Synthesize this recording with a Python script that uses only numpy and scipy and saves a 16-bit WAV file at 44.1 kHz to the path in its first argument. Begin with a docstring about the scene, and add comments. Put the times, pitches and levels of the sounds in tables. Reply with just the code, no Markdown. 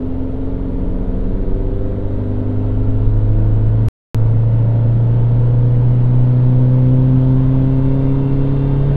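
"""A four-cylinder petrol engine climbs at full throttle on a roller dynamometer, heard from the next room.
From the start its firing orders (sines at multiples of the firing rate) slide through fixed resonances,
over roller hum, gear whines, clatter, roaring and buffeting noise and a faint high line near 10.1 kHz.
Near 4 s the sound cuts out dead for a quarter of a second, with a click at each edge.
It returns and climbs on, and in the last seconds the engine casing rings strongly."""
import sys
import numpy as np
from scipy import signal
from scipy.fft import rfft, irfft
from scipy.io import wavfile
from scipy.ndimage import uniform_filter1d

SR = 44100
rng = np.random.default_rng(int(sys.argv[2]) if len(sys.argv) > 2 else 0)


def to_wav(s):
    """Save 16-bit WAV."""
    ch = np.atleast_2d(s).T  # columns
    pcm = np.round(np.clip(ch, -1, 1) * 32767)  # PCM
    wavfile.write(sys.argv[1], SR, pcm.astype(np.int16))


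N = 395136  # length in samples
STEP = 256  # samples between control values

# How fast the engine fires. Each row: time in seconds, firings per second in Hz.
FIRING_RATE = [(0.0, 86.14), (0.5, 89.13), (1.0, 92.13), (1.5, 95.35), (2.0, 98.43), (2.5, 101.56),
               (3.0, 104.65), (3.5, 107.69), (3.88, 110.02), (4.15, 111.05), (4.6, 113.72), (5.2, 117.47),
               (5.8, 121.15), (6.4, 124.79), (7.0, 128.31), (7.6, 131.9), (8.2, 135.49), (8.6, 137.75),
               (8.96, 139.85)]


def amp(db):
    """Turn decibels into gain."""
    return 10 ** (np.asarray(db) / 20)


def curve(table, t, axis=1):
    """Read one column of a table, joined by straight lines along its first column."""
    rows = np.array(table)
    return np.interp(t, rows[:, 0], rows[:, axis])


def spread(points, hz):
    """Read a spectrum joined by straight lines on a log-frequency axis."""
    f, value = np.transpose(points)
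    return np.interp(np.log(hz + 1), np.log(f + 1), value)


def peaks_db(peaks, hz):
    """Add up bell-like peaks and dips in dB, each with its own frequency and width."""
    return sum(db / (1 + (2 * (hz - f) / width) ** 2) for f, width, db in peaks)


def resonance(hz, f, width, db):
    """Complex response of one resonance, which reaches its dB at its own frequency f."""
    return amp(db) * width / 2 / (width / 2 + 1j * (hz - f))


def drift(t, fastest_hz):
    """Slow random wandering of rms 1, made of 16 sines with random starts."""
    hz = np.geomspace(fastest_hz / 20, fastest_hz, 16)
    start = rng.random(16)
    x = (np.sin(2 * np.pi * (np.outer(t, hz) + start)) / np.sqrt(hz)).sum(1)
    return x / x.std()


def tone(turns, height):
    """A sine following the given turns; its complex height (rms and phase) comes at control rate."""
    at = np.arange(len(turns)) * (N / len(turns) / STEP)
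    steps = np.arange(len(height))
    smooth = np.interp(at, steps, height.real) + 1j * np.interp(at, steps, height.imag)
    return np.sqrt(2) * (smooth * np.exp(2j * np.pi * turns)).real


def boom(hz):
    """Gain of the standing waves between tailpipe and walls; their swings add or cancel."""
    # Each row: frequency in Hz, width in Hz, level in dB, sign of the swing.
    standing_waves = [(48, 5.7, -10, 1), (107.66, 16.3, -20, 1), (129.4, 12, -19, -1),
                      (144.2, 5.43, -14, -1), (183.4, 7, -6, 1), (199.4, 28.0, -20.5, -1),
                      (254.5, 13.7, -5.5, 1), (268.4, 32.4, -9.5, -1), (279.74, 5.5, -12, 1),
                      (314.2, 42.2, -24, -1), (322.4, 3.1, -27, 1), (327, 30, -24, 1),
                      (384.1, 17.5, -23.5, 1), (398.8, 6.4, -30.5, 1), (418, 30, -29, -1),
                      (444, 9.9, -33.5, -1), (481.2, 21, -30, -1), (507.7, 15, -30.5, -1),
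                      (539, 3.9, -31.5, 1), (571, 9.3, -27, 1), (668, 42, -30.5, -1), (700, 1.0, -39.5, 1),
                      (945, 15, -25.5, 1), (1350, 540, -34.5, -1)]
    return abs(sum(np.sign(swing) * resonance(hz, f, width, db) for f, width, db, swing in standing_waves))


def swell_db(order, t):
    """Bell-shaped swells and dips of one firing order as time passes."""
    # Each row: multiple of the firing rate, centre in seconds, spread in seconds, lift in dB.
    passing_swells = [(5.75, 1, .8, -4.5), (6, 5.3, .4, 5.5), (3, 3.6, 0.32, 5), (6.5, 6, 1.1, 4),
                      (7, 5, .6, 5), (7.75, 4.6, .4, 6.5), (6.75, 7.3, .5, 5), (.5, .4, 0.36, 2),
                      (1.25, 4.3, 0.37, 6.5), (1.5, .7, .3, 5), (1.75, 3.2, .5, 4.5), (2, 0.23, 0.19, -5),
                      (2, 2.1, 0.35, -2.5), (2, 4.4, .9, 4.5), (2.25, 5.8, .4, 6), (3, 3, 0.22, -8),
                      (3, 5.8, .35, 2.5), (3.25, 8.5, 0.36, -7), (4, 4.5, 0.22, 3), (5, 6, .3, 6),
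                      (6, 1.6, .6, 7), (7.25, 6.2, .8, 8), (8, 3.2, 0.55, 8.5), (8.25, 5.2, .5, 7),
                      (1.25, 0.21, .4, 6.5), (1.25, 1.6, 0.57, -8.5), (1.5, 7.2, .4, 4.5),
                      (2.25, 0.32, 0.63, 7.5), (2.25, 6.9, 0.3, -2), (2.5, 0.73, 0.35, -15.5),
                      (2.5, 2.22, .4, 7), (2.5, 3.6, 0.28, -7.5), (2.75, .2, 0.29, -2),
                      (2.75, 2.7, 0.62, -2.5), (2.75, 8.8, .3, 10), (3, 2.9, 0.69, 2),
                      (3.25, 0.47, 0.44, -9.5), (3.25, 5.4, .7, 8), (3.5, 1, 0.35, 11),
                      (3.5, 8.3, 0.75, 4.5), (4, .3, 0.42, -4.5), (4, 1.6, 0.33, 5.5),
                      (4, 8.25, 0.1, -11.5), (4.25, 1.2, 0.44, 2), (4.5, 1, .6, -4), (4.75, 0.11, .3, -8),
                      (4.75, 1.1, 0.32, 3.5), (4.75, 6.2, .4, 5.5), (5, 2.7, 0.33, -5.5), (5, 4.8, .5, 4.5),
                      (5.25, .1, 0.33, -10.5), (5.25, 2, .6, 5.5), (5.5, .2, .4, 2.5), (5.75, 4.3, .7, 4),
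                      (6, 2.5, 1.1, -2.5), (7, 7.5, 0.54, 9.5), (7.5, 6.1, 0.86, 6), (8, 8, 0.83, 11.5),
                      (9, 3.2, .4, 8)]
    return sum(db * np.exp(-.5 * ((t - centre) / span) ** 2)
               for k, centre, span, db in passing_swells if round(4 * k) == round(4 * order))


def engine(t, turns):
    """Firing orders a quarter apart; the strong whole ones line up into pulses, and all cross the booms."""
    # The clear orders before swells and booms.
    # Each row: multiple of the firing rate, dB in mid climb, dB gained a second.
    clear_orders = [(0.5, -14, 0.5), (0.75, -7, 0.5), (1.0, 5.5, -0.02), (1.25, -18, 0.3),
                    (1.5, -25.5, -1.5), (1.75, -28.5, 2.9), (2.0, -15, 1.5), (2.25, -35.5, 4.5),
                    (2.5, -18.5, 1.77), (2.75, -23, 0.26), (3.0, -10.5, 1.36), (3.25, -19.5, 0),
                    (3.5, -20, 1.46), (3.75, -22, 2.1), (4.0, -7.5, 0.84), (4.25, -14.5, -0.14),
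                    (4.5, -15, 0.9), (4.75, -15.5, -1.4), (5.0, -12.5, -1.1), (5.25, -19.5, -2.4),
                    (5.5, -20, -0.2), (5.75, -16.5, -1), (6.0, -25.5, 0.5), (6.25, -20, -2),
                    (6.5, -23.5, -1.5), (6.75, -29, -2.8), (7.0, -21.5, -1)]
    # The fainter orders, joined by lines between the rows and before the lifts below.
    # Each row: multiple of the firing rate, dB in mid climb, dB gained a second.
    faint_orders = [(.25, -17, 3), (7.25, -26.5, -1.1), (8.25, -28.5, -0.7), (11, -44.5, -2.3)]
    mid_s, top_order = 4.5, 11  # middle of the climb in seconds, highest multiple
    whole_db, half_db = 1.5, -1  # lift of faint whole and half multiples
    waver_db, slip = 3.0, .42  # wandering of the faint orders: level in dB, phase in radians at order 1
    turns = turns[::8]  # all orders lie low: a coarse time grid is enough
    rate = curve(FIRING_RATE, t)
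    out = 0
    for multiple, db, rise_db in clear_orders:
        order = round(4 * multiple) / 4
        # orders from unequal cylinders waver in level and keep no common phase
        loose = order % 1 > 0
        waver = amp(loose * 1.3 * drift(t, 4))
        phase = .08j * order * drift(t, 6.6) + loose * 2j * np.pi * rng.random()
        level = amp(db + rise_db * (t - mid_s) + swell_db(order, t))
        out += tone(order * turns, level * boom(order * rate) * waver * np.exp(phase))
    quarters = np.arange(1, 4 * top_order + 1) / 4
    for order in np.setdiff1d(quarters, [round(4 * k) / 4 for k, *_ in clear_orders]):
        db = curve(faint_orders, order) + curve(faint_orders, order, axis=2) * (t - mid_s)
        db = db + whole_db * (order % 1 == 0) + half_db * (order % 1 == .5) + swell_db(order, t)
        waver = amp(waver_db * drift(t, 4.7))
        phase = 1j * slip * np.sqrt(order) * drift(t, 6) + 2j * np.pi * rng.random()
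        out += tone(order * turns, amp(db) * boom(order * rate) * waver * np.exp(phase))
    return signal.resample_poly(out, 8, 1, window=("kaiser", 14))[:N]


def casing_db(hz):
    """Lift in dB given by the ways the engine casing vibrates."""
    # Each row: frequency in Hz, width in Hz, lift in dB.
    casing_modes = [(1550, 80, 1), (2250, 50, 2), (2725, 40, 13), (3030, 35, 6), (3585, 45, 7)]
    return peaks_db(casing_modes, hz)


def ringing(t):
    """How fully the casing rings, 0-1: faint at first, then it takes off at high speed."""
    takeoff_hz, span_hz, idle = 130.5, 1.5, .2  # firing rate at take-off, its softness, share below it
    return idle + (1 - idle) / (1 + np.exp((takeoff_hz - curve(FIRING_RATE, t)) / span_hz))


def driveline(t, turns):
    """Roller hum, shaft lines and gear whines, all geared to the engine; high lines slip most in phase."""
    # The roller hum swells and fades. 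Each row: time in seconds, level in dB rms.
    roller_hum = [(0.1, -36.5), (0.8, -21.5), (1.65, -18), (2.25, -35.5), (2.6, -25), (3.1, -15),
                  (3.7, -19.5), (4.7, -28.5), (5.2, -24.5), (5.9, -25.5), (6.4, -44.5), (7.1, -25.5),
                  (7.6, -23), (8.3, -32.5), (8.9, -23)]
    # Wheels, shafts and gear teeth, before waver and casing lift.
    # Each row: multiple of the firing rate, dB rms at the end, dB gained a second.
    shaft_lines = [(.225, -31, 1), (.89, -42, 0), (1.125, -43, -1), (6.6, -54, 1), (13.2, -66, .5),
                   (15.5, -68, .3), (19.5, -73, 1), (19.9, -72, 1), (20.4, -72, 1), (22.85, -73, 1),
                   (23.9, -72, .5), (25.95, -69, 1.5), (26.45, -73, .5)]
    roller_ratio = .337  # roller turns per firing
    out = tone(roller_ratio * turns, amp(curve(roller_hum, t)) + 0j)
    for multiple, db, rise_db in shaft_lines:
        waver = amp(2.2 * drift(t, 4.5))
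        slip = np.exp(.4j * np.sqrt(multiple + 4) * drift(t, 8))
        casing_lift = ringing(t) * casing_db(multiple * curve(FIRING_RATE, t))
        level = amp(db + rise_db * (t - t[-1]) + casing_lift)
        out += tone(multiple * turns, level * waver * slip)
    return out


def treble_db(t):
    """Treble lift in dB, which grows steadily through the climb."""
    start_db, rise_db_per_s = -3, .6539
    return start_db + rise_db_per_s * t


def clatter(turns):
    """Valve-train taps: a random pattern returns every four firings, slowly renewed, smeared by the room."""
    # Colour of the taps, relative. Each row: frequency in Hz, level in dB per Hz.
    tap_colour = [(600, -36), (900, 0), (1400, 2), (1900, -7.5), (2500, -17), (3400, -12.5), (4400, -20.5),
                  (5000, -32.5), (7000, -48)]
    level_db = -49  # rms before the treble lift
    even_room = .6  # how far the room's peaks are evened out, 0-1
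    t = np.arange(N) / SR
    patterns = rng.standard_normal((15, 512))
    place = (turns / 4 % 1 * 512).astype(int)
    # fade from each pattern to the next at constant power
    age = np.linspace(0, 13.999, N)
    old, fade = age.astype(int), np.pi / 2 * (age % 1)
    taps = np.cos(fade) * patterns[old, place] + np.sin(fade) * patterns[old + 1, place]
    # the room's echo is noise dying by 60 dB in 0.1 s
    echo_t = np.arange(SR // 4) / SR
    echo = rng.standard_normal(SR // 4) * amp(-60 * echo_t / .1)
    hz, room = np.fft.rfftfreq(N, 1 / SR), rfft(echo, N)
    heard = rfft(taps) * room / abs(room) ** even_room * amp(spread(tap_colour, hz))
    plain, rung = irfft(heard, N), irfft(heard * amp(casing_db(hz)), N)
    x = (1 - ringing(t)) * plain + ringing(t) * rung
    return x / x.std() * amp(level_db + treble_db(t))


def pipe(hz):
    """Complex response of exhaust pipe and workshop; neighbouring resonances swing in opposite sign."""
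    # Each row: frequency in Hz, width in Hz, level in dB.
    pipe_modes = [(45, 9.2, -12.5), (115.4, 20.9, -13.5), (187.6, 16.1, -8), (257, 19.8, -5.5),
                  (337, 39, -14.5), (381, 21, -13.5), (517, 112, -13), (539, 15.1, -11), (643, 64, -19.5),
                  (883, 29.5, -10), (924, 125, -16), (1280, 550, -27.5)]
    return sum((-1) ** k * resonance(hz, *mode) for k, mode in enumerate(pipe_modes))


def roar(turns):
    """Noise of intake, tyres, fans and buffeting air, partly ringing the pipe and throbbing with the firings."""
    # Basic colour, relative. Each row: frequency in Hz, level in dB per Hz.
    roar_colour = [(4, 0), (9, -3), (13, 4.5), (16, -3), (21, -13), (38, -12), (80, -23.5), (200, -27.5),
                   (350, -34.5), (500, -35), (780, -37.5), (1400, -47), (1900, -53.5), (3400, -60.5),
                   (4500, -67), (5300, -75.5), (11000, -83)]
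    # Air buffeting the microphone, under 60 Hz. Each row: time in seconds, lift in dB.
    buffeting = [(0, 1), (.3, 0.5), (.9, -3), (1.6, -0.5), (2, -1.5), (3, 5.5), (3.85, -2.5), (4.2, 2),
                 (4.7, -3.5), (5.3, 1), (6, 1), (6.6, 3), (7, -2.5), (7.8, 0.5), (8.5, -1.5), (8.96, 0)]
    level_db, rise_db_per_s = -21, .2282  # rms at the start before the throb, and its growth
    hiss_top_hz = 13950  # the noise falls by 60 dB above this
    t, hz = np.arange(N // 1024 + 6) * 1024 / SR, np.fft.rfftfreq(4096, 1 / SR)
    real, imag, patches = rng.standard_normal((len(t), len(hz), 3)).T
    # random level patches, smoothed over frequency and then over time
    patches = uniform_filter1d(uniform_filter1d(patches, 28, 0), 3, 1)
    colour = spread(roar_colour, hz)
    colour = colour - 60 * ((hz > hiss_top_hz) | (hz == 0)) - np.maximum(hz - 11000, 0) / 250
    pipe_db = 20 * np.log10(abs(pipe(np.clip(hz, 90, 1100))))
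    field = (colour + .77 * (pipe_db + 16))[:, None] + 1.3 * patches / patches.std()
    field += np.outer(hz < 60, curve(buffeting, t))
    # the treble lift comes in from 500 to 1000 Hz and is weaker above 5200 Hz
    treble_share = np.clip(np.log2(hz / 500 + 1e-9), 0, 1) * np.where(hz < 5200, 1, .55)
    field += np.outer(treble_share, treble_db(t))
    field += np.outer(casing_db(hz), ringing(t))
    x = signal.istft((real + 1j * imag) * amp(field), nperseg=4096, noverlap=3072)[1][:N]
    # throb once per firing and once per four firings
    throb = 1 + .016 * np.cos(2 * np.pi * turns) + .057 * np.cos(2 * np.pi * turns / 4)
    return x / x.std() * throb * amp(level_db + rise_db_per_s * np.arange(N) / SR)


def high_line(t):
    """A faint high line near 10.1 kHz, fluttering about 16 times a second and blurred by random phase."""
    # Each row: time in seconds, frequency in Hz, level in dB rms before the flutter.
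    high_line_path = [(0, 10155, -84), (.35, 10155, -84), (.45, 10155, -92), (.9, 10153, -82),
                      (1.1, 10152, -93), (1.65, 10150, -84), (1.9, 10149, -90), (2.15, 10148, -85),
                      (3, 10143, -90), (4.5, 10135, -85), (5.3, 10132, -93), (5.9, 10130, -84),
                      (6.3, 10128, -95), (6.8, 10126, -83), (7.4, 10124, -90), (7.9, 10122, -86),
                      (8.3, 10121, -91), (8.96, 10120, -86)]
    flutter_db = 4 * np.sin(2 * np.pi * (16 * t + .5 * drift(t, 3))) + 2.5 * drift(t, 60)
    turns = np.cumsum(curve(high_line_path, np.arange(N) / SR)) / SR
    blur = np.exp(1.3j * drift(t, 60))
    return tone(turns, amp(curve(high_line_path, t, axis=2) + flutter_db) * blur)


def wall(x):
    """The wall between the rooms lets some treble bands through better than others."""
    # Each row: frequency in Hz, width in Hz, lift in dB.
    wall_bands = [(1390, 280, -1.5), (1720, 250, -1.5), (2100, 120, 2), (3300, 200, 0.5), (3730, 150, -2),
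                  (3870, 60, 5), (4200, 200, -1.5), (4270, 80, 4)]
    hz = np.fft.rfftfreq(N, 1 / SR)
    return irfft(rfft(x) * amp(peaks_db(wall_bands, hz)), N)


def scene():
    """Engine, driveline, clatter and roar share one speed and pass the wall; the high line is added after."""
    t = np.arange(N // STEP + 2) * STEP / SR
    turns = np.cumsum(curve(FIRING_RATE, np.arange(N) / SR)) / SR  # firings so far
    moving = engine(t, turns) + driveline(t, turns) + clatter(turns) + roar(turns)
    return (wall(moving) + high_line(t))[None]


def record(dry):
    """Cut the sound to silence and back with a click, fade both ends briefly, then limit the treble."""
    # The silent gap: from and to, in seconds.
    dropout = 3.88535, 4.14587
    # Pressure at the two edges of the gap before the treble limit; it sets how hard each clicks.
    click_heights = -.22, -.35
    top_hz = 15500
    t, live = np.arange(N) / SR, dry
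    for edge, height in zip(dropout, click_heights):
        # bend the wave so that it meets the edge at the given pressure
        bend = height - dry[:, [round(edge * SR)]]
        live = live + bend * np.exp(-.5 * ((t - edge) / .002) ** 2)
    fades = np.minimum(np.minimum(t / .004, (t[-1] - t) / .001), 1)
    live = live * fades * ((t < dropout[0]) | (t > dropout[1]))
    low_pass = signal.firwin(101, top_hz, window=("kaiser", 9), fs=SR)
    return signal.oaconvolve(live, low_pass[None], "same")


dry = scene()
out = record(dry)
to_wav(out)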